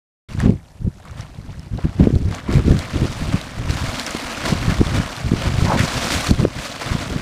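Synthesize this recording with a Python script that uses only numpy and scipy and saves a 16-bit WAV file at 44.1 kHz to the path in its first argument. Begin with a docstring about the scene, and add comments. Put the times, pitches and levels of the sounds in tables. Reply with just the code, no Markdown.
"""A small geyser boils up in its outdoor pool, in surges that grow from soft splashing to tall jets.
The water tears and falls back as a dense patter with hissing spray, over the fizz of the pool.
Single drops smack and ring, and steam pockets burst hollowly through the surface.
Over a light breeze, gusts buffet the microphone with low thuds; the hardest make its limiter duck the water."""
import sys
import numpy as np
from scipy import signal
from scipy.fft import rfft, irfft
from scipy.io import wavfile
from scipy.ndimage import uniform_filter1d

SR = 44100
rng = np.random.default_rng(int(sys.argv[2]) if len(sys.argv) > 2 else 0)


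def to_wav(s):
    """Save 16-bit WAV."""
    ch = np.atleast_2d(s).T  # columns
    pcm = np.round(np.clip(ch, -1, 1) * 32767)  # PCM
    wavfile.write(sys.argv[1], SR, pcm.astype(np.int16))


N = 317961
TIME = np.arange(N) / SR
START_S = .286   # silence before the sound opens


def from_db(db):
    """Decibels to gain."""
    return 10 ** (np.asarray(db) / 20)


def unit_rms(x):
    """Scale to an rms of 1."""
    return x / np.sqrt(np.mean(x ** 2) + 1e-20)


def automation(rows):
    """One curve per level column, drawn through the breakpoints at every sample."""
    times, *columns = np.transpose(rows)
    return [np.interp(TIME, times, column) for column in columns]


def eq_db(points, hz):
    """Read an EQ curve on a log-frequency axis."""
    point_hz, point_db = np.transpose(points)
    return np.interp(np.log(hz), np.log(point_hz), point_db)


def filtered(x, hz, kind, order=2):
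    """Causal Butterworth filter."""
    sos = signal.butter(order, np.clip(hz, 10, .45 * SR), kind, fs=SR, output="sos")
    return signal.sosfilt(sos, x + 1e-18)


def drift(corner_hz):
    """Smooth random modulation with an rms of 1."""
    step, warm_up = 40, 2000
    pole = np.exp(-2 * np.pi * corner_hz * step / SR)
    noise = rng.standard_normal(N // step + warm_up + 2)
    slow = signal.lfilter([1], [1, -2 * pole, pole * pole], noise)[warm_up:]
    return np.interp(np.arange(N) / step, np.arange(len(slow)), unit_rms(slow))


def swells(rows, bed_db, attack_s, release_s):
    """Envelope in dB: a bed plus events (time [s], hold [s], level [dB]) that rise, hold and die away."""
    t = np.arange(0, TIME[-1], .001)
    power = np.zeros(len(t))
    for s, hold_s, db in rows:
        fade = np.maximum((s - t) / attack_s, 0) + np.maximum((t - s - hold_s) / release_s, 0)
        power += from_db(db) ** 2 * np.exp(-2 * np.minimum(fade, 20))
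    return 10 * np.log10(from_db(bed_db) ** 2 + np.interp(TIME, t, power))


# The bed of falling water, building with the eruption: (time [s], splash level [dB], spray level [dB])
STEADY_FALL = [(.3, -51, -61), (.6, -60, -64.5), (.95, -59, -60.5), (1.35, -54.5, -58.5), (1.7, -52.5, -59),
               (1.9, -49, -54), (2.2, -50, -52), (2.45, -44, -54), (2.9, -36, -42), (3.2, -36.5, -39.5),
               (3.6, -40, -47), (4.0, -34, -38), (4.65, -31.5, -37), (5.28, -37, -42), (5.7, -32, -36),
               (6.1, -28.5, -35.5), (6.55, -35.5, -39), (7.2, -35.5, -41)]
# Surges thrown up from the vent: (time [s], hold [s], splash level [dB], spray level [dB])
VENT_SURGES = [(0.279, 0.11, -46.5, -50.5), (.402, 0.053, -38.5, -49), (0.467, 0.025, -53, -53),
               (1.055, 0.16, -48.5, -76), (1.184, 0.019, -42, -48.5), (1.48, 0.052, -61, -61),
               (1.792, 0.11, -45.5, -60), (1.993, 0.071, -38.5, -50), (2.322, .045, -36.5, -46.5),
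               (2.495, .03, -34.5, -64), (2.533, 0.018, -32.5, -38), (2.66, 0.12, -41, -43.5),
               (3.334, 0.018, -34, -41.5), (3.704, 0.32, -35.5, -38.5), (4.464, .035, -29, -32.5),
               (4.7, 0.033, -33, -44), (4.945, 0.08, -31.5, -37.5), (5.396, 0.081, -32.5, -40),
               (5.79, 0.26, -36, -33.5), (6.028, 0.29, -36, -32.5), (6.122, 0.026, -31, -26),
               (6.617, 0.06, -40, -37.5), (6.824, .19, -35, -42)]
def surges(attack_s=0.025, release_s=0.044):
    """Splash and spray envelopes in dB: domes of water tear open and patter down over the steady fall."""
    splash_bed_db, spray_bed_db = automation(STEADY_FALL)
    s, hold_s, splash_db, spray_db = np.transpose(VENT_SURGES)
    return (swells(zip(s, hold_s, splash_db), splash_bed_db, attack_s, release_s),
            swells(zip(s, hold_s, spray_db), spray_bed_db, attack_s, release_s))


def impacts(per_s, spread_db=6.0):
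    """Random clicks, many small and a few large, with the same mean power at any rate."""
    sizes = from_db(spread_db * np.minimum(rng.exponential(1, N), 4)) * rng.choice([-1, 1], N)
    hits = rng.random(N) < per_s / SR
    return unit_rms(sizes * hits / np.sqrt(per_s))


# Tone of the falling water: (frequency [Hz], gain [dB])
WATER_EQ = [(150, -14), (250, 9.5), (390, -8), (580, 6.5), (820, -1.5), (1100, 1.5), (2200, -3),
            (3100, -6.5), (4500, -8), (7000, -14.5), (9500, -19.5), (12000, -32), (15000, -28)]
def fountain(splash_db, spray_db, spray_lift_db=6.0, grain_share=0.57, flutter_db=1.5, patchy_db=0.37):
    """Droplets ring briefly at pitches set by their size, over the blur of countless smaller ones."""
    per_s = 1800 * from_db(.55 * (splash_db + 34.5))   # more water in the air, more impacts
    smacks = impacts(per_s / 2)                        # flat impacts sound in all bands at once
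    clumps_db = flutter_db * drift(39)                 # the water comes down in clumps
    thrown = np.clip(per_s / 1500, 0, 1)               # a calm pool only bubbles; thrown water slaps
    edges = np.geomspace(140, 16000, num=21)
    out = np.zeros(N)
    for band, (low, high) in enumerate(zip(edges, edges[1:])):
        hz = np.sqrt(low * high)
        smack_share = 0.13 * thrown / (1 + (hz / 6000) ** 2)   # water is too soft to click at the top
        grain = np.sqrt(grain_share) * impacts(per_s * (hz / 4000) ** .5)
        slap = np.sqrt(smack_share) * smacks * (-1) ** band
        wash = np.sqrt(1 - grain_share - smack_share) * rng.standard_normal(N)
        spray_mix = np.clip(np.log(hz / 1600) / np.log(5500 / 1600), 0, 1)   # highs follow the spray
        envelope_db = (1 - spray_mix) * splash_db + spray_mix * (spray_db + spray_lift_db)
        band_db = envelope_db + eq_db(WATER_EQ, hz) + clumps_db + patchy_db * drift(20)
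        out += from_db(band_db) * filtered(grain + slap + wash, [low, high], "band")
    return out * np.sqrt(SR / 2 / 1600)   # unity gain for a noise band 1600 Hz wide


# Tone of the simmering pool, a hollow body under an airy top: (frequency [Hz], gain [dB])
SIMMER_EQ = [(300, -5), (600, 16.5), (1000, 12), (2000, -45), (4000, -41), (6000, -5), (9000, -4),
             (12000, -8), (15000, -24)]
def simmer(level_db=-57):
    """The even fizz of the whole pool and its run-off."""
    hz = np.maximum(np.fft.rfftfreq(N, 1 / SR), 1)
    spectrum = rfft(rng.standard_normal(N)) * from_db(eq_db(SIMMER_EQ, hz))
    return from_db(level_db) * unit_rms(irfft(spectrum, N))


def turbulence(low_hz, high_hz, even_s):
    """Pressure noise with a steep top, levelled to an rms of 1 over windows of even_s."""
    lows = filtered(rng.standard_normal(N), high_hz, "low", order=4)
    noise = filtered(lows, low_hz, "high")
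    return noise / np.sqrt(uniform_filter1d(noise ** 2, size=int(even_s * SR)) + 1e-12)


# The bed of breeze between the gusts: (time [s], rumble level [dB])
BREEZE_BED = [(.3, -45), (.95, -44), (1.4, -36), (2.4, -38), (3.1, -29.5), (3.5, -34.5), (4.05, -40),
              (4.35, -41), (4.6, -23), (5.2, -36), (6.3, -30), (6.7, -44), (7.2, -27)]
# Gusts buffeting the microphone: (time [s], hold [s], rumble level [dB], flap level [dB])
MIC_GUSTS = [(.345, .075, -24, -48), (0.443, .05, -15.5, -18), (0.493, 0.052, -21, -29.5),
             (0.817, 0.059, -25, -40.5), (1.098, 0.0092, -33, -58), (1.185, 0.047, -28, -57),
             (1.475, 0.13, -33, -67), (1.716, 0.087, -30.5, -51), (1.851, .005, -19, -29),
             (2.006, 0.076, -16, -19), (2.13, 0.18, -21, -34), (2.502, .085, -17, -22.5),
             (2.638, 0.13, -17, -24.5), (2.96, 0.094, -20, -23), (3.207, 0.16, -23.5, -37.5),
             (3.594, 0.15, -23, -37.5), (3.832, 0.063, -23.5, -44), (4.48, 0.043, -18.5, -18.5),
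             (4.684, 0.035, -16.5, -28), (4.805, 0.005, -10, -19), (4.926, 0.06, -17.5, -29),
             (5.258, 0.029, -16, -31), (5.328, 0.014, -15, -20), (5.447, 0.077, -15.5, -27.5),
             (5.602, 0.05, -15.5, -22.5), (5.69, 0.15, -26.5, -30), (5.958, 0.038, -23, -36),
             (6.158, 0.017, -20, -37), (6.304, 0.028, -9, -14.5), (6.395, 0.059, -15, -16.5),
             (6.548, 0.016, -19.5, -36.5), (6.87, 0.085, -26, -38), (7.097, 0.096, -34, -33.5)]
def wind(attack_s=0.019, release_s=0.031, rumble_trim_db=-1.5, flap_trim_db=-1.0, lumpy_db=5.0):
    """Large eddies rumble on the microphone port; in strong gusts smaller ones flap at a higher pitch."""
    breeze_db, = automation(BREEZE_BED)
    s, hold_s, gust_db, gust_flap_db = np.transpose(MIC_GUSTS)
    rumble_db = swells(zip(s, hold_s, gust_db), breeze_db, attack_s, release_s)
    quicker = 2.15   # small eddies come and go faster
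    flap_db = swells(zip(s, hold_s, gust_flap_db), breeze_db - 14, attack_s / quicker, release_s / quicker)
    rumble = from_db(rumble_db + rumble_trim_db) * turbulence(low_hz=40, high_hz=153.5, even_s=0.0344)
    flap = from_db(flap_db + flap_trim_db) * turbulence(low_hz=211, high_hz=334, even_s=0.0256)
    return from_db(lumpy_db * drift(37)) * (rumble + flap)


def drops(rows, trim_db=-2, ring_cycles=3.3, tick_db=-6, tick_s=0.00082, top_hz=8000):
    """Each drop lands with a sharp tick; its trapped bubble rings a few cycles and rises in pitch."""
    out, t = np.zeros(N), TIME[:SR // 20]
    for s, db, hz in rows:
        age = t * hz / ring_cycles
        bend = 1 + 0.0087 * np.minimum(age, 4)
        ring = np.sin(2 * np.pi * hz * t * bend) * np.exp(-age)
        noise = filtered(rng.standard_normal(len(t)), [hz / 2, max(top_hz, hz)], "band")
        tick = from_db(tick_db) * unit_rms(noise) * np.exp(-t / tick_s)
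        at = round(s * SR)
        out[at:at + len(t)] += from_db(db + trim_db) * (ring + tick)[:N - at]
    return out


def stray_drops(splash_db, per_s=26, lift_db=8.5, spread_db=1.5, low_hz=1050, high_hz=4860):
    """Smaller drops land at random, riding the level of the splashing that throws them."""
    gap, size, pitch = rng.random((400, 3)).T
    s = START_S + np.cumsum(-np.log(1 - gap)) / per_s
    accent_db = spread_db * np.minimum(-np.log(1 - size), 3)
    db = np.interp(s, TIME, splash_db) + lift_db + accent_db
    hz = low_hz * (high_hz / low_hz) ** pitch
    return drops(np.transpose([s, db, hz])[s < TIME[-1]])


# Spot hits of the larger drops and bubbles: (time [s], level [dB], pitch [Hz])
DROP_HITS = [(.334, -27, 2480), (.402, -13, 1770), (.506, -29, 2160), (1.0, -34, 730), (1.054, -31, 1170),
             (1.111, -29.5, 6000), (1.209, -22.5, 5330), (1.347, -35, 3700), (1.595, -29, 5250),
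             (1.775, -27.5, 3860), (1.945, -40, 8000), (2.154, -24, 4000), (2.312, -24, 2070),
             (2.349, -18, 6350), (2.526, -20, 5200), (2.559, -21, 2400), (2.716, -18, 1730),
             (2.791, -14.5, 4000), (3.359, -20, 2470), (3.414, -18.5, 3780), (3.709, -18, 3950),
             (3.969, -22, 4100), (3.997, -8, 3970), (4.065, -8.5, 5270), (4.108, -14, 6750),
             (4.172, -19, 8950), (4.711, -16, 2050), (4.869, -15, 3450), (5.166, -15.5, 4050),
             (5.793, -8.5, 1880), (5.808, -11, 1950), (6.271, -9, 4200), (6.309, -10, 4140),
             (7.098, -23, 3300)]
def large_drops():
    """Larger drops smack into the pool one by one."""
    return drops(DROP_HITS)


# Low thuds of single eddies hitting the microphone: (time [s], level [dB], pitch [Hz])
EDDY_THUDS = [(.437, -5, 175), (0.46, 6.5, 162), (0.494, 3, 191), (0.821, -11, 130), (0.877, -8, 177),
              (1.199, -16, 104), (1.855, -1, 208), (2, -1, 217), (2.009, 8.5, 158), (2.072, 6, 306),
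              (2.105, -4, 283), (2.128, -7.5, 202), (2.254, -3, 80.4), (2.492, -1.5, 220), (2.557, 2, 112),
              (2.571, 2.5, 129), (2.682, 4, 244), (2.747, -3.5, 145), (3.02, -2, 190), (3.342, -4.5, 188),
              (4.15, -7.5, 282), (4.526, 0, 151), (4.682, -4.5, 110), (4.815, 10.5, 253),
              (5.001, -2.5, 136), (5.319, 1, 196), (5.337, 0.5, 240), (5.471, -10, 54), (5.626, -4, 127),
              (5.803, -1.5, 119), (6.313, 11.5, 189), (6.32, 1, 55), (6.401, 1, 120), (6.452, 12.5, 407)]
def eddies(trim_db=-3.5, rise_cycles=0.19, fall_cycles=0.36):
    """Each eddy pushes and pulls on the diaphragm for a cycle or two."""
    out, t = np.zeros(N), np.arange(-SR // 20, SR // 20) / SR
    width_cycles = np.where(t < 0, rise_cycles, fall_cycles)
    for (s, db, hz), sign in zip(EDDY_THUDS, rng.choice([-1, 1], len(EDDY_THUDS))):
        cycles = t * hz
        envelope = 1 / np.cosh(np.clip(cycles / width_cycles, -30, 30))
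        at = round((s + t[0]) * SR)
        out[at:at + len(t)] += sign * from_db(db + trim_db) * envelope * np.cos(2 * np.pi * cycles)
    return out


# Hollow bursts of steam through the surface: (time [s], level [dB], resonance [Hz], half length [s])
STEAM_BURSTS = [(1.494, -41, 620, 0.0056), (1.789, -28.5, 520, 0.0047), (5.673, -23.5, 860, 0.005),
                (5.722, -17.5, 750, 0.026), (5.8, -23, 1880, 0.018)]
def steam_pockets(band_ratio=1.47):
    """Steam tears out of a cavity, which colours the burst with its broad resonance."""
    out = np.zeros(N)
    for s, db, hz, half_s in STEAM_BURSTS:
        rush = unit_rms(filtered(rng.standard_normal(N), [hz / band_ratio, hz * band_ratio], "band"))
        envelope = np.exp(-.5 * ((TIME - s) / half_s) ** 2)
        out += from_db(db) * rush * envelope
    return out


def limiter(x, threshold_db=1.5, release_db_per_s=50):
    """A loud thud pulls the gain down at once; the water then swells back."""
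    over_db = np.maximum(20 * np.log10(np.abs(x) + 1e-9) - threshold_db, 0)
    recovery_db = release_db_per_s * TIME
    duck_db = np.maximum.accumulate(over_db + recovery_db, axis=-1) - recovery_db
    return x * from_db(-uniform_filter1d(duck_db, size=SR // 500))


def scene():
    """Mono mix: the geyser a few metres away, the wind right on the microphone."""
    splash_db, spray_db = surges()
    air = wind() + eddies()
    water = fountain(splash_db, spray_db) + simmer()
    accents = steam_pockets() + large_drops() + stray_drops(splash_db)
    return (water + accents + air)[None]


def record(dry):
    """The mix opens after a moment; the hardest thuds are limited and soft-clipped, the top is cut."""
    fade_in = np.clip((TIME - START_S) / .002, 0, 1)
    ducked = limiter(dry * fade_in)
    rounded = ducked / (1 + ducked ** 8) ** (1 / 8)
    high_cut = signal.ellip(12, .1, 90, 15100, fs=SR, output="sos")   # brick wall at 15.1 kHz
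    return signal.sosfilt(high_cut, rounded)


dry = scene()
out = record(dry)
to_wav(out)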